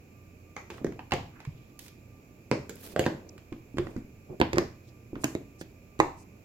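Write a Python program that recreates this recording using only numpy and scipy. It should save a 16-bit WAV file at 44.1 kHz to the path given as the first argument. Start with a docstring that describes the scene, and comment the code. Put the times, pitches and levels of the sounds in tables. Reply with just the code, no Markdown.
"""Plastic tub and lid on a table

A plastic storage tub on a cloth-covered table in a small furnished room, handled close to two microphones.
A spare lid is picked up and knocks about; the tub's lid is set down, slid home and pressed on; its latch snaps.
Each blow is a grainy contact shaped by resonances of the thin walls; ticks are its high part, thumps and low
ringing are damped modes, and rubbing and faint hisses are swelling noise. Near echoes and a diffuse tail answer
the blows, over room tone, a steady low hum and narrow bands of faint hiss."""
import sys
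import numpy as np
from scipy import signal
from scipy.fft import rfft, irfft
from scipy.io import wavfile
from scipy.ndimage import uniform_filter1d

SR = 44100
rng = np.random.default_rng(int(sys.argv[2]) if len(sys.argv) > 2 else 0)


def int16_out(signal):
    """Quantize to a 16-bit WAV file."""
    q = np.round(np.clip(np.atleast_2d(signal).T, -1, 1) * 32767)
    wavfile.write(sys.argv[1], SR, q.astype(np.int16))


N = 284180  # samples in the scene
SIZE = 8192  # samples in one blow
AGE = np.arange(SIZE) / SR  # seconds since the blow
BINS = np.fft.rfftfreq(SIZE, 1 / SR)  # Hz

# limits of the bands in which blows are levelled: edge_hz
BAND_HZ = [90, 200, 750, 1400, 3000, 8000, 16000]


def amp(db):
    """Decibels to gain."""
    return 10 ** (np.asarray(db) / 20)


def unit(x):
    """Scales to rms 1."""
    return x / np.sqrt(np.mean(x ** 2) + 1e-30)


def read(points, hz):
    """Reads a table on a log-frequency axis."""
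    f, value = np.transpose(points)
    return np.interp(np.log(hz + 1), np.log(f + 1), value)


def add(mix, s, sound):
    """Adds a sound to the mix at time s, cut off where the mix ends."""
    start = max(round(s * SR), 0)
    part = mix[:, start:][:, :sound.shape[1]]
    part += sound[:, :part.shape[1]]


def diffuse(pair):
    """Spectra of two unrelated signals, made alike in the bass as at two close microphones."""
    # likeness of diffuse sound at the two microphones: pitch_hz, left_right_correlation
    likeness = [(50, 1), (300, 0.96), (600, 0.41), (1100, 0), (16000, 0.047)]
    a, b = rfft(pair)
    hz = np.fft.rfftfreq(pair.shape[1], 1 / SR)
    same = np.clip(read(likeness, hz), -1, 1)
    left = same * a + np.sqrt(1 - same ** 2) * b
    return hz, np.array([left, a])


def noise(gain):
    """Diffuse stereo noise of rms 1 whose spectrum is gain(hz)."""
    hz, z = diffuse(rng.standard_normal((2, N)))
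    return unit(irfft(z * gain(hz), N))


def background(balance_db=1.62, air_db=-55):
    """Room tone as broad steady noise, with a steady low hum and faint hiss as narrow bands of noise."""
    # colour of the room tone: pitch_hz, relative density_db_per_hz
    air_colour = [(15, -33.5), (28, -11), (60, -4.5), (90, -10), (135, -6.5), (195, -7.5), (270, -7.5),
                  (600, -17.5), (950, -28.5), (1700, -32.5), (3200, -39.5), (7300, -34.5), (8600, -50.5),
                  (12300, -36), (16000, -40.5)]
    # steady low hum and narrow bands of faint hiss: pitch_hz, half_width_hz, level_db (rms before the balance)
    narrow_bands = [(88.8, 1.1, -60), (117.6, 5, -61), (1185, 6.7, -74), (2428, 220, -67.5),
                    (7220, 170, -81)]
    air = amp(air_db) * noise(lambda f: amp(read(air_colour, f)))
    hum = 0
    for hz, width, db in narrow_bands:
        hum = hum + amp(db) * noise(lambda f: 1 / (1 + ((f - hz) / width) ** 2))
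    return (air + hum) * amp([[-balance_db], [balance_db]])  # left, right


def causal(db):
    """Minimum-phase response with the given gains: nothing sounds before the blow."""
    cepstrum = irfft(np.log(amp(db)))
    cepstrum[1:SIZE // 2] *= 2
    cepstrum[SIZE // 2 + 1:] = 0
    return np.exp(rfft(cepstrum))


def mode(hz, t60):
    """Response of one damped resonance, with peak gain 1."""
    decay = np.exp(-np.log(1000) * AGE / max(t60, .002))
    response = rfft(np.sin(2 * np.pi * hz * AGE) * decay)
    return response / abs(response).max()


def voiced(spectrum, edges, levels_db, span):
    """Smoothly colours a blow so that each band comes close to its level over span seconds."""
    centres = np.sqrt(np.multiply(edges[:-1], edges[1:]))
    for _ in range(2):  # bands overlap, so the second pass refines the first
        power = []
        for lo, hi in zip(edges, edges[1:]):
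            band = spectrum[(BINS >= lo) & (BINS < hi)]
            power.append(2 * np.sum(abs(band) ** 2) / (SIZE * span * SR))
        gain_db = levels_db - 10 * np.log10(power)
        spectrum = spectrum * causal(read(np.c_[centres, gain_db], BINS))
    return spectrum


def contact(scrape, grit_db, shiver_db=-5, shiver_t60=0.029, shiver_hz=3000, grit_hz=1100, spread=.0005):
    """A sharp push, a burst of tiny slips, and the duller shiver of the sheet's many modes."""
    t60 = [[max(scrape, .0005) * 2], [shiver_t60]]
    slips, shiver = rng.standard_normal((2, SIZE)) * np.exp(-np.log(1000) * AGE / t60)
    slips = amp(grit_db) * rfft(slips / np.linalg.norm(slips))
    shiver = amp(shiver_db) * rfft(shiver / np.linalg.norm(shiver)) / (1 + 1j * BINS / shiver_hz)
    # low bending waves cross the sheet later than high ones, by spread seconds at grit_hz
    bending = np.exp(-4j * np.pi * spread * np.sqrt(grit_hz * BINS))
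    low_cut = (1j * BINS / (1j * BINS + grit_hz)) ** 2
    return bending * (1 + (slips + shiver) * low_cut)


def shell(spread_db=3, bend=0.077):
    """The tub's modes as one blow finds them: the place struck weights them, the grip detunes them."""
    # resonances of tub and lid, before the random changes: pitch_hz, height_db over the bare contact, t60_s
    tub = [(78.4, 3, 0.176), (143.8, 8, 0.15), (303, 3.5, 0.057), (421, 2.5, 0.13), (547, 13.5, 0.075),
           (686, 12, 0.08), (830, 5.5, 0.072), (1054, 10, 0.033), (1213, 3, 0.13), (1553, 4.5, 0.018),
           (1958, 8.5, 0.033), (2530, 7, 0.013), (3304, 7.5, 0.13), (4710, 2, 0.076), (6890, 11, 0.01)]
    chance = rng.standard_normal((len(tub), 2))
    power = 0
    for (hz, db, t60), (weight, detune) in zip(tub, chance):
        ring = amp(db + spread_db * weight) * mode(hz * (1 + bend * detune), t60)
        power = power + abs(ring) ** 2
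    return causal(10 * np.log10(1 + power))


def place(s):
    """Lag of the left microphone and room level for a blow at time s."""
    # the hand works its way to the right and nearer the microphones: time_s, left_lag_s, room_db
    path = [(.6, 0.000049, 0), (.85, 0.000067, -5.5), (1.13, 0.00011, -4.5), (2.6, 0.000059, -2.5),
            (3.05, 0.000049, -4.5), (3.8, 0.00011, -7), (4.45, 0.00026, -9.5), (5.3, 0.0002, -10)]
    times, lag, room_db = np.transpose(path)
    return np.interp(s, times, lag), np.interp(s, times, room_db)


def clack(db, hardness, pivot_hz=2050):
    """Band levels of an edge being struck: hardness tilts the colour about the pivot, in dB per octave."""
    # colour shared by every clack: pitch_hz, level_db
    colour = [(950, -1.26), (2050, 1), (4900, -6), (11300, -20)]
    centres = np.sqrt(np.multiply(BAND_HZ[2:-1], BAND_HZ[3:]))
    return db + read(colour, centres) + hardness * np.log2(centres / pivot_hz)


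def knocks(wall_db=13, rim_db=7, rim_t60=0.03, low_hz=80, span=0.0095, grit_db=7):
    """Each blow rings the tub's modes, the patch of wall that was struck and the stiff rim beside it."""
    # plastic striking plastic: start_s, clack_db before its colour, hardness_db_per_octave,
    # wall_flex_db, wall_pitch_hz, rim_pitch_hz, contact_s
    strikes = [(0.565, -43, -1, -47, 403, 2120, 0.0039), (0.7022, -47, 1, -41.5, 353, 940, 0.015),
               (0.8456, -46.5, 1.4, -23.5, 399, 1860, 0.0008), (0.8665, -49.5, -1, -50, 285, 1790, 0.0096),
               (0.9924, -47.5, -5, -47, 302, 910, 0.007), (1.12, -30.5, -0.5, -32.5, 259, 890, 0.0041),
               (1.1256, -37, -4.5, -32.5, 360, 790, 0.008), (1.137, -38, 2, -29.5, 380, 1810, .005),
               (2.5138, -32.5, 0, -22, 420, 2080, 0.0013), (2.6945, -48, 6.5, -39, 497, 7200, 0.0094),
               (2.962, -37.5, -1, -24.5, 453, 1030, .004), (2.9937, -33, 4, -21, 410, 4350, 0.0025),
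               (3.0634, -33, -1.4, -22, 340, 1620, 0.014), (3.7837, -37, -0.4, -27, 343, 1810, 0.0071),
               (3.8692, -51, -3.5, -37, 323, 1570, 0.0075), (4.4006, -38.5, 1, -22, 433, 1710, 0.006),
               (4.414, -24.5, -2, -18.5, 319, 933, 0.00077), (4.5315, -36, 1.1, -29, 355, 6160, 0.0085),
               (4.571, -42.5, -6, -24.5, 342, 940, .0024), (4.583, -27.5, 1, -20, 368, 3230, 0.0019),
               (5.2425, -32, 5.5, -24, 300, 7600, 0.0053), (5.3509, -44.5, 1.5, -26, 308, 1870, 0.0042),
               (5.612, -49, 5, -37, 328, 4050, 0.024)]
    rock_db = -9.5  # rocking of the whole tub, against the flex of the wall
    brief_t60, t60_per_contact = 0.02, 8.5  # s, s per s: a longer contact keeps the wall ringing
    low_cut = (1j * BINS / (1j * BINS + low_hz)) ** 2
    for s, db, hardness, flex_db, wall_hz, rim_hz, scrape in strikes:
        wall = amp(wall_db) * mode(wall_hz, brief_t60 + t60_per_contact * scrape)
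        rim = amp(rim_db) * mode(rim_hz, rim_t60)
        struck = causal(10 * np.log10(1 + abs(wall) ** 2 + abs(rim) ** 2))
        blow = contact(scrape, grit_db) * shell() * struck * low_cut
        levels_db = np.r_[flex_db + rock_db, flex_db, clack(db, hardness)]
        yield s, voiced(blow, BAND_HZ, levels_db, span), place(s)[1]


def scattered(spectrum, width=0.12):
    """What the room hears: the sound of all directions together, whose fine notches fill one another in."""
    # running sum of power from the top down, so each band is a difference of two readings
    total = np.r_[0, np.cumsum(abs(spectrum[::-1]) ** 2)][::-1]
    edges = np.r_[BINS, BINS[-1] + BINS[1]]
    half = abs(width) * BINS + BINS[1]
    band = np.interp(BINS - half, edges, total) - np.interp(BINS + half, edges, total)
    power = band * BINS[1] / (2 * half)
    return causal(10 * np.log10(np.maximum(power, 1e-12)))


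def room(send, onset=0.00067, echo_db=0):
    """A few near reflections, and a short diffuse tail that decays at its own rate at each pitch."""
    # decay of the tail: pitch_hz, t60_s
    decay = [(100, 0.7), (300, 0.21), (800, 0.4), (2000, 0.35), (5000, 0.37), (13000, 0.37)]
    # colour of the tail: pitch_hz, level_db
    tail_colour = [(100, 2.5), (300, 3.5), (800, 0.5), (2000, -0.5), (5000, 2.5), (7400, -0.5), (8800, -8),
                   (12500, 4.5), (16000, -9)]
    # near reflections, before dulling: delay_s, level_db
    reflections = [(.0066, -15.5), (0.0134, -8.5), (0.0195, -13), (.0305, -23)]
    t = np.arange(SR // 2) / SR
    hz, z = diffuse(rng.standard_normal((2, len(t))))
    wash = irfft(z * amp(read(tail_colour, hz)), len(t))
    hz, age, z = signal.stft(wash, SR, nperseg=256)
    fading = z * np.exp(-np.log(1000) * age / read(decay, hz)[:, None])
    tail = signal.istft(fading, SR, nperseg=256)[1][:, :len(t)]
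    tail = unit(tail * (1 - np.exp(-(t / onset) ** 2))) / np.sqrt(len(t))
    near = np.zeros(len(t))
    for delay, db in reflections:
        near[round(delay * SR)] += amp(db + echo_db)
    near = signal.lfilter(*signal.butter(1, 2500, fs=SR), near)  # cloth and cushions dull the reflections
    return signal.fftconvolve(send, tail + near, axes=1)[:, :N]


def rubs(grain_db=2.0, sway_db=2.5):
    """Rubbing, squeaks and faint hisses: swells of grainy, uneven noise, low where the tub drags on the cloth."""
    # the tub shifting on the cloth: start_s, end_s, level_db (before swell and balance)
    drags = [(0.622, 1.084, -52.5), (2.62, 3.522, -50.5), (3.72, 4.064, -48), (4.269, 4.378, -44.5),
             (4.532, 4.677, -33), (5.097, 5.42, -51)]
    # sliding, squeaking and faint hissing swells: start_s, end_s, level_db (as above), brightest_hz, width_octaves
    swells = [(0.682, 0.824, -57, 900, 1.9), (1.291, 1.49, -59.5, 1460, 0.53),
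              (1.45, 1.767, -70, 2900, 0.56), (1.777, 1.913, -54.5, 7000, 9),
              (2.749, 2.987, -50.5, 2050, 2.6), (2.778, 2.926, -53.5, 12400, 0.26),
              (3.0396, 3.0435, -33.5, 2530, 0.16), (3.289, 3.298, -42.5, 5500, 0.28),
              (3.72, 4.066, -69, 4940, 1), (4.825, 4.93, -66, 4500, 0.54), (5.172, 5.37, -57.5, 7300, 0.65),
              (5.581, 5.62, -55.5, 6185, 0.48), (6.154, 6.249, -59.5, 6560, 0.44)]
    drag_hz, drag_octaves = 258, 0.97  # every drag has the same low murmur
    strokes = [(*drag, drag_hz, drag_octaves) for drag in drags] + swells
    out = np.zeros((2, N))
    for start, end, db, bright_hz, octaves in strokes:
        fine, slow = rng.standard_normal((2, SR))
        grain = grain_db * unit(uniform_filter1d(fine, size=40))
        sway = sway_db * unit(uniform_filter1d(slow, size=700))
        hz, z = diffuse(rng.standard_normal((2, SR)) * amp(grain + sway))
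        distance = np.log2((hz + 1) / bright_hz) / octaves
        hiss = unit(irfft(z * np.exp(-distance ** 2 / 2)))
        hiss = hiss[:, :max(round((end - start) * SR), 2)]
        add(out, start, amp(db) * hiss * signal.windows.tukey(hiss.shape[1], .8))
    return out * amp([[-2], [1]])  # left, right


def ticks(low_hz=700, span=0.0037, room_db=-4, scrape=0.011, grit_db=8):
    """Light contacts stir only the high modes of the rim: a steep low cut takes the body away."""
    # touches of edges and fingernails: start_s, clack_db before its colour, hardness_db_per_octave
    touches = [(0.7807, -52, -4), (0.9224, -53.5, 0), (1.1088, -46, 1.5), (1.403, -51, 0.5),
               (1.4507, -48.5, 0.5), (1.7917, -52.5, 10.5), (1.862, -57, 6), (1.8817, -56, 8),
               (2.7563, -73, 17), (2.7675, -60.5, 5), (3.0556, -43, 2), (3.3794, -54, 2.5),
               (3.525, -50, -1), (3.7706, -48.5, 1), (3.964, -51, 0), (4.5578, -42, 0), (5.155, -48, -4),
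               (5.237, -37, -3), (5.9911, -46.5, 3.5)]
    low_cut = (1j * BINS / (1j * BINS + low_hz)) ** 4
    for s, db, hardness in touches:
        blow = contact(scrape, grit_db) * shell() * low_cut
        yield s, voiced(blow, BAND_HZ[2:], clack(db, hardness), span), room_db


def thumps(soft_hz=600, thud_db=-7, thud_hz=135, level_db=0, room_db=-6):
    """Dull low sounds with no click: one damped mode over a lower thud, both softened."""
    # soft low thumps, and the low ringing that follows some knocks: start_s,
    # peak_db ahead of the microphones, pitch_hz, ring_t60_s
    low_rings = [(0.815, -30, 272, .047), (0.875, -29, 278, 0.066), (0.902, -34, 290, 0.047),
                 (1.128, -26.5, 91.7, 0.33), (1.474, -29.5, 133, 0.079), (2.937, -36.5, 322, 0.026),
                 (3.522, -26.5, 311, 0.027), (3.743, -30, 270, 0.051), (3.771, -23.5, 334, .02),
                 (3.794, -24, 360, 0.18), (3.963, -22, 263, 0.023), (4.303, -31, 360, 0.094),
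                 (4.416, -27.5, 90, 0.24), (4.542, -21, 349, .11), (5.131, -25.5, 322, 0.021),
                 (5.165, -27, 312, 0.019), (5.993, -22.5, 325, 0.059)]
    for s, peak_db, hz, ring in low_rings:
        thud = amp(thud_db) * mode(thud_hz, 0.1)
        blow = (mode(hz, ring) + thud) / (1 + 1j * BINS / soft_hz)
        yield s, blow * amp(peak_db + level_db) / abs(irfft(blow)).max(), room_db


def latch(click_db=-41, click_hz=3000, soft_hz=9000, skirt=2.26):
    """The latch lets go all at once: a hollow pop of its modes with a thin click on top."""
    # the latch snapping over the rim: start_s, peak_db ahead of the microphones, room_db
    snap = (6.0014, -1, -9)
    # resonances of latch and rim: pitch_hz, relative level_db, t60_s before the skirts are steepened
    pop_modes = [(145, -6, 0.13), (323, 2, 0.091), (335, 7, 0.035), (450, 0, 0.038), (590, -4, 0.01),
                 (698, -15, 0.043), (825, 3.5, 0.029), (1034, 0.5, 0.0064), (1630, -10, .015),
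                 (1950, -4, 0.018), (2450, -11.5, 0.0098), (3870, -19.5, 0.0067), (4730, -29.5, 0.0025),
                 (6440, -17, 0.015), (7450, -22, 0.0016)]
    s, peak_db, room_db = snap
    power = 0
    for hz, db, t60 in pop_modes:
        power = power + amp(2 * db) * abs(mode(hz, t60)) ** (2 * skirt)
    pop = causal(10 * np.log10(power + 1e-7))
    click = amp(click_db) * contact(.003, grit_db=-3) * 1j * BINS / (1j * BINS + click_hz)
    blow = (pop + click) / (1 + 1j * BINS / soft_hz)
    return s, blow * amp(peak_db) / abs(irfft(blow)).max(), room_db


def scene(count=4):
    """Struck sounds reach the right microphone first; they take turns at count differing room responses."""
    # the left microphone faces away from the tub: pitch_hz, left_minus_right_db
    shadow = [(100, -3), (500, -3), (1000, -7), (2000, -4), (4000, -4.5), (8000, -10.5), (15000, -6)]
    direct, sends = np.zeros((2, N)), np.zeros((count, 1, N))
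    sides = amp(np.outer([.5, -.5], read(shadow, BINS)))
    fade = 1 - (AGE / AGE[-1]) ** 2
    lead = .001  # s of room ahead of each blow
    blows = [latch(), *knocks(), *ticks(), *thumps()]
    for k, (s, blow, room_db) in enumerate(blows):
        delays = [lead + place(s)[0], lead]  # left, right
        travel = np.exp(-2j * np.pi * np.outer(delays, BINS))
        add(direct, s - lead, fade * irfft(blow * sides * travel))
        add(sends[k % count], s, amp(room_db) * fade * irfft(scattered(blow))[None])
    return direct + sum(room(send) for send in sends) + rubs() + background()


def record(dry, edge_hz=16200):
    """Full-scale limit, then the band limit."""
    band_limit = signal.firwin(511, edge_hz, window=("kaiser", 9), fs=SR)
    return signal.oaconvolve(np.clip(dry, -1, 1), band_limit[None], "same")


dry = scene()
out = record(dry)
int16_out(out)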